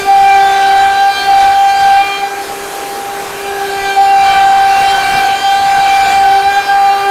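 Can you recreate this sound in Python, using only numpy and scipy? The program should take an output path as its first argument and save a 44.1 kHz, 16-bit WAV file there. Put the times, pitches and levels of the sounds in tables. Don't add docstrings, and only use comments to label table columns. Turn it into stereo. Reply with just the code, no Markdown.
import sys
import numpy as np
from scipy import signal
from scipy.fft import rfft, irfft, next_fast_len
from scipy.io import wavfile
from scipy.ndimage import uniform_filter1d, map_coordinates

SR = 44100
rng = np.random.default_rng(int(sys.argv[2]) if len(sys.argv) > 2 else 0)


def dump_mix(stems):
    frames = np.atleast_2d(stems).T
    limited = np.clip(frames, -1, 1)
    pcm = np.round(limited * 32767).astype(np.int16)
    wavfile.write(sys.argv[1], SR, pcm)


N = 313110

LEVEL_BANDS = {"chips": (850, 1130), "air": (8000, 12000), "rumble": (20, 90), "rasp": (4430, 4620)}


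def flute_whine(shaft_angle):
    # start and end in seconds, then their dB.
    passes = [(0.093, 1.098, -4.5, -7), (1.13, 1.26, -23, -19), (1.29, 2.014, -6, -6.5),
              (2.05, 2.526, -17, -22.5), (2.237, 2.25, -10, -14), (2.74, 3.218, -24, -23),
              (3.464, 3.938, -22, -15.5), (3.62, 3.62, -13, -14), (3.982, 5.351, -4.5, -11),
              (5.447, 6.585, -9, -6), (6.696, 7.2, -9, 0)]
    # centre in seconds, depth in dB, half width in seconds.
    dips = [(0.56, 3.5, 0.19), (0.94, 4.5, 0.1), (1.54, 3, .06), (1.76, 4, 0.11), (2.16, 4, 0.043),
            (2.3, 11, 0.021), (2.36, 9, 0.023), (2.459, 15, 0.047), (3.57, 3.5, 0.066), (3.68, 20, .03),
            (3.82, 7, 0.026), (3.94, 5, 0.038), (4.07, 4, 0.075), (4.34, 5, 0.037), (5.05, 3.5, 0.16),
            (5.6, 2.5, 0.055), (5.85, 1, 0.24), (6.09, 4.5, 0.1), (6.425, 8, 0.047), (6.531, 9.5, 0.059),
            (7.03, 10.5, 0.15)]
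    # time in seconds, left minus right in dB.
    swing = [(0.0, 0), (0.32, 4), (0.55, -5.5), (0.85, -3), (1.01, 5.5), (2.1, -1), (2.18, 5), (3.3, -2),
             (3.83, 3.5), (5.32, -2.5), (5.44, 0.5), (6.37, -2), (6.66, 4.5), (6.94, -1), (7.1, 2.5)]
    enter_s, leave_s, free_spin_db = 0.056, 0.055, -30.5
    pass_db = [curves([(start - enter_s, free_spin_db), (start, start_db),
                       (end, end_db), (end + leave_s, free_spin_db)])[0]
               for start, end, start_db, end_db in passes]
    dip_db = sum(db * bump(s, half_s) for s, db, half_s in dips)
    whine = amp(np.max(pass_db, axis=0) - dip_db) * np.exp(2j * shaft_angle)
    return in_room(whine, curves(swing)[0], drift_db=0.6, drift_rad=0.23, rate=5)


def shaft_tone(shaft_angle):
    # time in seconds, level in dB.
    levels = [(0.0, -19), (0.15, -28.5), (0.6, -24.5), (1.14, -35.5), (1.25, -30), (1.4, -36),
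              (1.95, -39.5), (2.1, -30.5), (3.3, -31), (3.5, -22.5), (3.9, -22.5), (4.05, -29.5),
              (5.3, -34.5), (5.9, -49), (6.37, -23), (6.7, -34.5), (7.05, -21.5), (7.1, -19)]
    tone = amp(curves(levels)[0] + 0.97 * wobble(13)) * np.exp(1j * shaft_angle)
    return in_room(tone, 0.28, drift_db=2.0, drift_rad=0.047, rate=9.1)


def overtones(shaft_angle, cutting, flare_db, grain_db):
    # order, level in dB while cutting.
    strong_orders = [(3, -32.5), (4, -27.5), (6, -29.5), (7, -36.5), (8, -30.5), (10, -32.5)]
    # order, level in dB relative to weak_db.
    weak_orders = [(5, -7), (9, -12), (11, -8), (12, -10.5), (13, -14), (14, -19.5), (15, -29), (16, -15.5),
                   (17, -23), (18, -16), (19, -37), (20, -22.5), (21, -27), (22, -22), (24, -32), (26, -29)]
    top_orders = [(k, -26.5 - 0.3 * (k - 23)) for k in range(23, 37) if k not in dict(weak_orders)]
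    lift_db = -16 * (1 - cutting)
    weak_db = -28 + lift_db + flare_db
    out = np.zeros((2, N))
    for order, db in strong_orders:
        level = amp(db + lift_db + 0.81 * flare_db) + squeals(order)
        tone = level * amp(1.57 * wobble(14)) * np.exp(1j * order * shaft_angle)
        out += in_room(tone, 0.2, drift_db=0.6, drift_rad=0.17 * order, rate=9.9)
    for order, db in weak_orders + top_orders:
        level = amp(weak_db + db) + squeals(order)
        swell_db = grain_db + 3.4 * wobble(19)
        tone = level * amp(swell_db) * np.exp(1j * order * shaft_angle)
        out += in_room(tone, 1.7, drift_db=2.3, drift_rad=1.0, rate=6.1)
    return out


def squeals(order):
    # centre in seconds, half width in seconds, shaft order, level in dB.
    events = [(0.24, 0.18, 6, -18), (0.3, 0.39, 3, -35), (0.4, .2, 5, -41), (0.52, 0.17, 9, -33),
              (1.17, 0.16, 12, -33), (1.18, 0.08, 8, -32), (1.75, 0.19, 12, -33), (2.02, 0.083, 7, -29),
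              (2.3, 0.17, 4, -35), (2.3, 0.11, 6, -29), (3.45, .1, 6, -35), (3.6, 0.21, 4, -33.5),
              (3.9, 0.067, 4, -27), (0.62, 0.54, 10, -36), (0.75, 0.64, 4, -22.5), (1.0, 0.11, 3, -31),
              (0.97, 0.11, 10, -28.5), (1.17, 0.13, 10, -25), (1.85, .25, 4, -23), (2.07, .13, 6, -19),
              (2.09, 0.11, 8, -20), (2.08, 0.14, 3, -35), (3.91, 0.057, 6, -30), (3.91, 0.037, 8, -30),
              (4.14, 0.16, 7, -29), (4.25, .15, 8, -28.5), (4.3, 0.18, 6, -24.5), (4.33, 0.14, 3, -30),
              (4.55, .3, 4, -28), (4.97, 0.32, 7, -24), (4.97, .25, 8, -25.5), (4.92, 0.1, 10, -30),
              (5.12, 0.17, 6, -21), (5.12, 0.12, 4, -29), (5.3, 0.092, 10, -31), (5.45, 0.23, 8, -29),
              (5.9, 0.63, 12, -36), (6.03, 0.23, 6, -21.5), (6.05, 0.14, 18, -36.5), (6.5, 0.16, 10, -31),
              (6.55, .1, 4, -25.5), (6.57, 0.09, 6, -25), (6.76, 0.056, 8, -29), (6.738, 0.075, 4, -15.5),
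              (6.75, 0.14, 3, -27), (6.97, 0.17, 3, -23), (6.95, 0.16, 7, -29), (6.96, 0.16, 6, -31),
              (7.1, 0.068, 4, -17)]
    return sum(amp(db) * np.minimum(1.8 * bump(s, half_s), 1)
               for s, half_s, k, db in events if k == order)


def motor_tones(shaft_angle):
    # shaft order, level in dB.
    orders = [(16, -51), (17, -47)]
    return sum(in_room(amp(db) * np.exp(1j * order * shaft_angle), 0, drift_db=2, drift_rad=0.8, rate=5)
               for order, db in orders)


def chatter(shaft_angle, cutting):
    # shaft order, level in dB relative to chatter_db.
    orders = [(2, -5), (3, -18.5), (4, -6), (5, -27), (6, -12), (7, -18), (8, -16.5), (9, -21), (10, -17),
              (11, -21), (12, -19), (14, -25)]
    chatter_db = depth_level("chatter") - 4 * (1 - cutting)
    out = np.zeros((2, N))
    for order, db in orders:
        shake = flutter(centre_hz=-46, half_width_hz=22) + 0.45 * flutter(centre_hz=5, half_width_hz=70)
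        rough_tone = amp(chatter_db + db) * shake * np.exp(1j * order * shaft_angle)
        out += in_room(rough_tone, 0, drift_db=1.5, drift_rad=0.72, rate=10)
    return out


def chips_and_fibres(shaft_angle, flare_db, grain_db):
    # frequency in Hz, relative density in dB.
    chip_spectrum = [(150, -29), (600, -21.5), (1000, -16.5), (1600, -18.5), (2500, -26.5), (4000, -68)]
    # time in seconds, in-band level in dB.
    chip_levels = [(0.0, -50.5), (0.1, -35), (0.28, -35), (0.87, -31), (1.05, -39.5), (1.42, -33.5),
                   (1.68, -38), (1.9, -35), (2.85, -38.5), (3.2, -34.5), (3.83, -39), (4.03, -37.5),
                   (4.17, -35), (4.3, -29.5), (5.24, -31.5), (5.5, -39.5), (5.79, -31.5), (7.1, -33.5)]
    # frequency in Hz, relative density in dB.
    rasp_spectrum = [(1500, -1), (2500, 3.5), (4000, -1), (5500, -5), (8000, -8.5), (15500, -19)]
    chips = amp(curves(chip_levels)[0]) * rush(chip_spectrum, LEVEL_BANDS["chips"], patchy_db=1.5)
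    rasp_db = depth_level("rasp") + 0.12 * flare_db
    rasp = amp(rasp_db) * rush(rasp_spectrum, LEVEL_BANDS["rasp"], patchy_db=3.5)
    pulse = 1 + 0.084 * np.cos(2 * shaft_angle) + 0.13 * np.cos(shaft_angle)
    return amp(grain_db) * pulse * (chips + rasp)


def low_rumble():
    # frequency in Hz, relative density in dB.
    spectrum = [(15, -50), (30, 4), (80, 2.5), (200, -6), (500, -30)]
    return amp(depth_level("rumble")) * rush(spectrum, LEVEL_BANDS["rumble"], patchy_db=2.0)


def cooling_air():
    # frequency in Hz, relative density in dB.
    spectrum = [(20, -58), (45, -40), (80, -29), (130, -17), (250, -10.5), (400, -1.5), (800, -6),
                (1660, -12.5), (3630, -19.5), (8600, -16), (12500, -19), (15500, -32)]
    # time in seconds, in-band level in dB.
    levels = [(0.0, -36), (0.28, -43.5), (0.87, -43), (1.1, -41.5), (1.42, -42), (1.68, -42), (1.88, -40),
              (2.18, -44.5), (2.45, -35.5), (2.8, -34.5), (3.1, -37.5), (3.3, -36.5), (4.05, -40.5),
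              (4.3, -43.5), (4.63, -40), (5.3, -39.5), (6.31, -43.5), (6.68, -42), (7.1, -42.5)]
    level = amp(curves(levels)[0] + 0.68 * wobble(9))
    return level * rush(spectrum, LEVEL_BANDS["air"], patchy_db=1.3) * amp([[0.6], [-0.6]])


def machine_hums():
    # pitch in Hz, width in Hz, level in dB.
    hums = [(153.7, 12, -53.5), (269, 16, -48), (325, 12, -48.5), (453, 16, -42.5), (594, 3.6, -44.5),
            (679, 2.3, -43), (1670, 8, -38.5)]
    return sum(in_room(amp(db) * flutter(hz, width_hz / 2), 0, drift_db=-2.0, drift_rad=0.83, rate=3)
               for hz, width_hz, db in hums)


def drive_whistle():
    # time in seconds, pitch in Hz, level in dB.
    whistle = [(0, 12700, -58), (1.3, 12600, -56), (1.9, 12950, -56), (2.28, 12660, -49),
               (2.45, 12770, -43), (2.7, 12450, -47), (2.87, 12330, -43), (3.1, 12660, -44),
               (3.4, 12930, -43), (3.7, 12770, -45), (4.2, 12480, -58), (5.42, 12600, -51),
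               (5.6, 12700, -60), (6.4, 12830, -56), (6.75, 12940, -49), (7.1, 12975, -46)]
    hz, db = curves(whistle)
    phase = np.cumsum(2 * np.pi * hz / SR) + 0.5 * wobble(60)
    return in_room(amp(db) * np.exp(1j * phase), 0, drift_db=3.5, drift_rad=0.6, rate=25)


def depth_level(layer):
    # time in seconds, depth of cut from 0 to 1.
    depth = [(0.0, 0.66), (0.1, 0.54), (0.28, 0.81), (0.87, 0.87), (1.1, 0.57), (1.42, 0.95), (1.68, 0.57),
             (1.9, 0.9), (2.15, 0.55), (2.5, 0.33), (3.1, 0.43), (3.56, 0.65), (4.0, 0.61), (4.3, 0.96),
             (4.6, .75), (4.75, 0.93), (5.24, 0.97), (5.46, .65), (5.63, 0.76), (5.79, 0.93), (6.31, 0.91),
             (6.68, 0.55), (6.84, 0.52), (7.02, 0.66), (7.1, 0.4)]
    responses = {"chatter": (-39.5, -15.5, 0.98), "rasp": (-48.5, -39.5, 4), "rumble": (-61, -38, 1.7)}
    floor_db, deep_db, exponent = responses[layer]
    return floor_db + (deep_db - floor_db) * curves(depth)[0] ** exponent


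def in_room(wave, pan_db, drift_db, drift_rad, rate):
    sides = [amp(side * pan_db / 2 + drift_db * wobble(rate)) * np.exp(1j * drift_rad * wobble(rate))
             for side in (1, -1)]
    start_phase = np.exp(2j * np.pi * rng.random())
    return np.sqrt(2) * np.real(wave * start_phase * np.array(sides))


def rush(spectrum, band, patchy_db):
    # frequency in Hz, left-right likeness from 0 to 1.
    likeness = [(30, .3), (200, .4), (600, .6), (2000, .4), (5000, .2), (15000, 0)]

    def colour(hz):
        spread = np.arccos(along(likeness, hz)) / 2
        return amp(along(spectrum, hz)) * [np.cos(spread), np.sin(spread)]

    cells = signal.stft(rng.standard_normal((2, N)), nperseg=512)[2]
    patches = uniform_filter1d(rng.standard_normal(cells.shape[1:]), size=6, axis=0)
    patches = uniform_filter1d(patches, size=14, axis=1)
    noise = signal.istft(cells * amp(patchy_db * unit(patches)), nperseg=512)[1][:, :N]
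    mid, side = filtered(noise, colour)
    in_band = filtered(mid, lambda hz: (hz > band[0]) & (hz < band[1]))
    return np.array([mid + side, mid - side]) / np.std(in_band)


def flutter(centre_hz, half_width_hz):
    hz = np.fft.fftfreq(N, 1 / SR)
    white = np.exp(2j * np.pi * rng.random(N))
    return unit(np.fft.ifft(white / (1 + ((hz - centre_hz) / half_width_hz) ** 2)))


def wobble(rate):
    knots = rng.standard_normal(800)
    steps = np.arange(0, N + 64, 64)
    coarse = map_coordinates(knots, [steps * rate / SR], mode="wrap")
    return np.interp(np.arange(N), steps, coarse)


def bump(centre_s, half_s):
    offset = (np.arange(N) / SR - centre_s) / half_s
    return np.cos(np.pi / 2 * np.clip(offset, -1, 1)) ** 2


def curves(rows):
    times, *columns = np.transpose(rows)
    return [np.interp(np.arange(N) / SR, times, column) for column in columns]


def along(points, hz):
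    point_hz, values = np.transpose(points)
    return np.interp(np.log(hz + 1), np.log(point_hz + 1), values)


def filtered(x, response):
    size = next_fast_len(N + SR // 4)
    return irfft(rfft(x, size) * response(np.fft.rfftfreq(size, 1 / SR)), size)[..., :N]


def amp(db):
    return 10 ** (np.asarray(db) / 20)


def unit(x):
    return x / np.sqrt(np.mean(np.abs(x) ** 2) + 1e-20)


def scene():
    # time in seconds, flute strike rate in Hz.
    speed = [(0.0, 788.5), (0.25, 788.3), (0.46, 786.0), (0.76, 784.6), (1.13, 793.4), (1.42, 787.1),
             (1.65, 790.9), (1.82, 791.3), (1.92, 788.5), (2.08, 795.6), (2.6, 798.4), (3.42, 798.6),
             (3.62, 794.0), (3.95, 788.0), (4.06, 789.6), (4.35, 783.6), (5.04, 786.6), (5.21, 785.6),
             (5.57, 791.3), (5.98, 786.9), (6.35, 785.8), (6.54, 798.2), (6.65, 797.9), (6.88, 792.3),
             (7.1, 796.5)]
    # centre in seconds, half width in seconds, change in dB.
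    edges = [(0.0, 0.058, 4), (0.87, 0.1, 1.5), (1.17, 0.22, 5.5), (1.7, 0.034, 7), (2.07, 0.046, 3),
             (3.88, 0.088, 3), (4.3, 0.17, 2), (4.75, 0.16, 0.5), (5.5, 0.28, 2), (6.55, 0.13, 2),
             (6.9, 0.27, -3)]
    lift_s, return_s = 2.373, 3.51
    cutting, = curves([(lift_s - 0.17, 1), (lift_s, 0), (return_s, 0), (return_s + 0.31, 1)])
    flare_db = sum(db * bump(s, half_s) for s, half_s, db in edges)
    grain_db = 0.57 * cutting * wobble(13)
    shaft_hz = curves(speed)[0] / 2
    shaft_angle = np.cumsum(2 * np.pi * shaft_hz / SR) + 0.065 * wobble(40)
    return (flute_whine(shaft_angle) + shaft_tone(shaft_angle)
            + overtones(shaft_angle, cutting, flare_db, grain_db) + motor_tones(shaft_angle)
            + chatter(shaft_angle, cutting) + chips_and_fibres(shaft_angle, flare_db, grain_db)
            + low_rumble() + cooling_air() + machine_hums() + drive_whistle())


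def record(dry):
    ceiling, knee, top_hz = 0.89, 7, 15650
    rounded = dry / (1 + np.abs(dry / ceiling) ** knee) ** (1 / knee)
    return filtered(rounded, lambda hz: hz < top_hz)


dry = scene()
out = record(dry)
dump_mix(out)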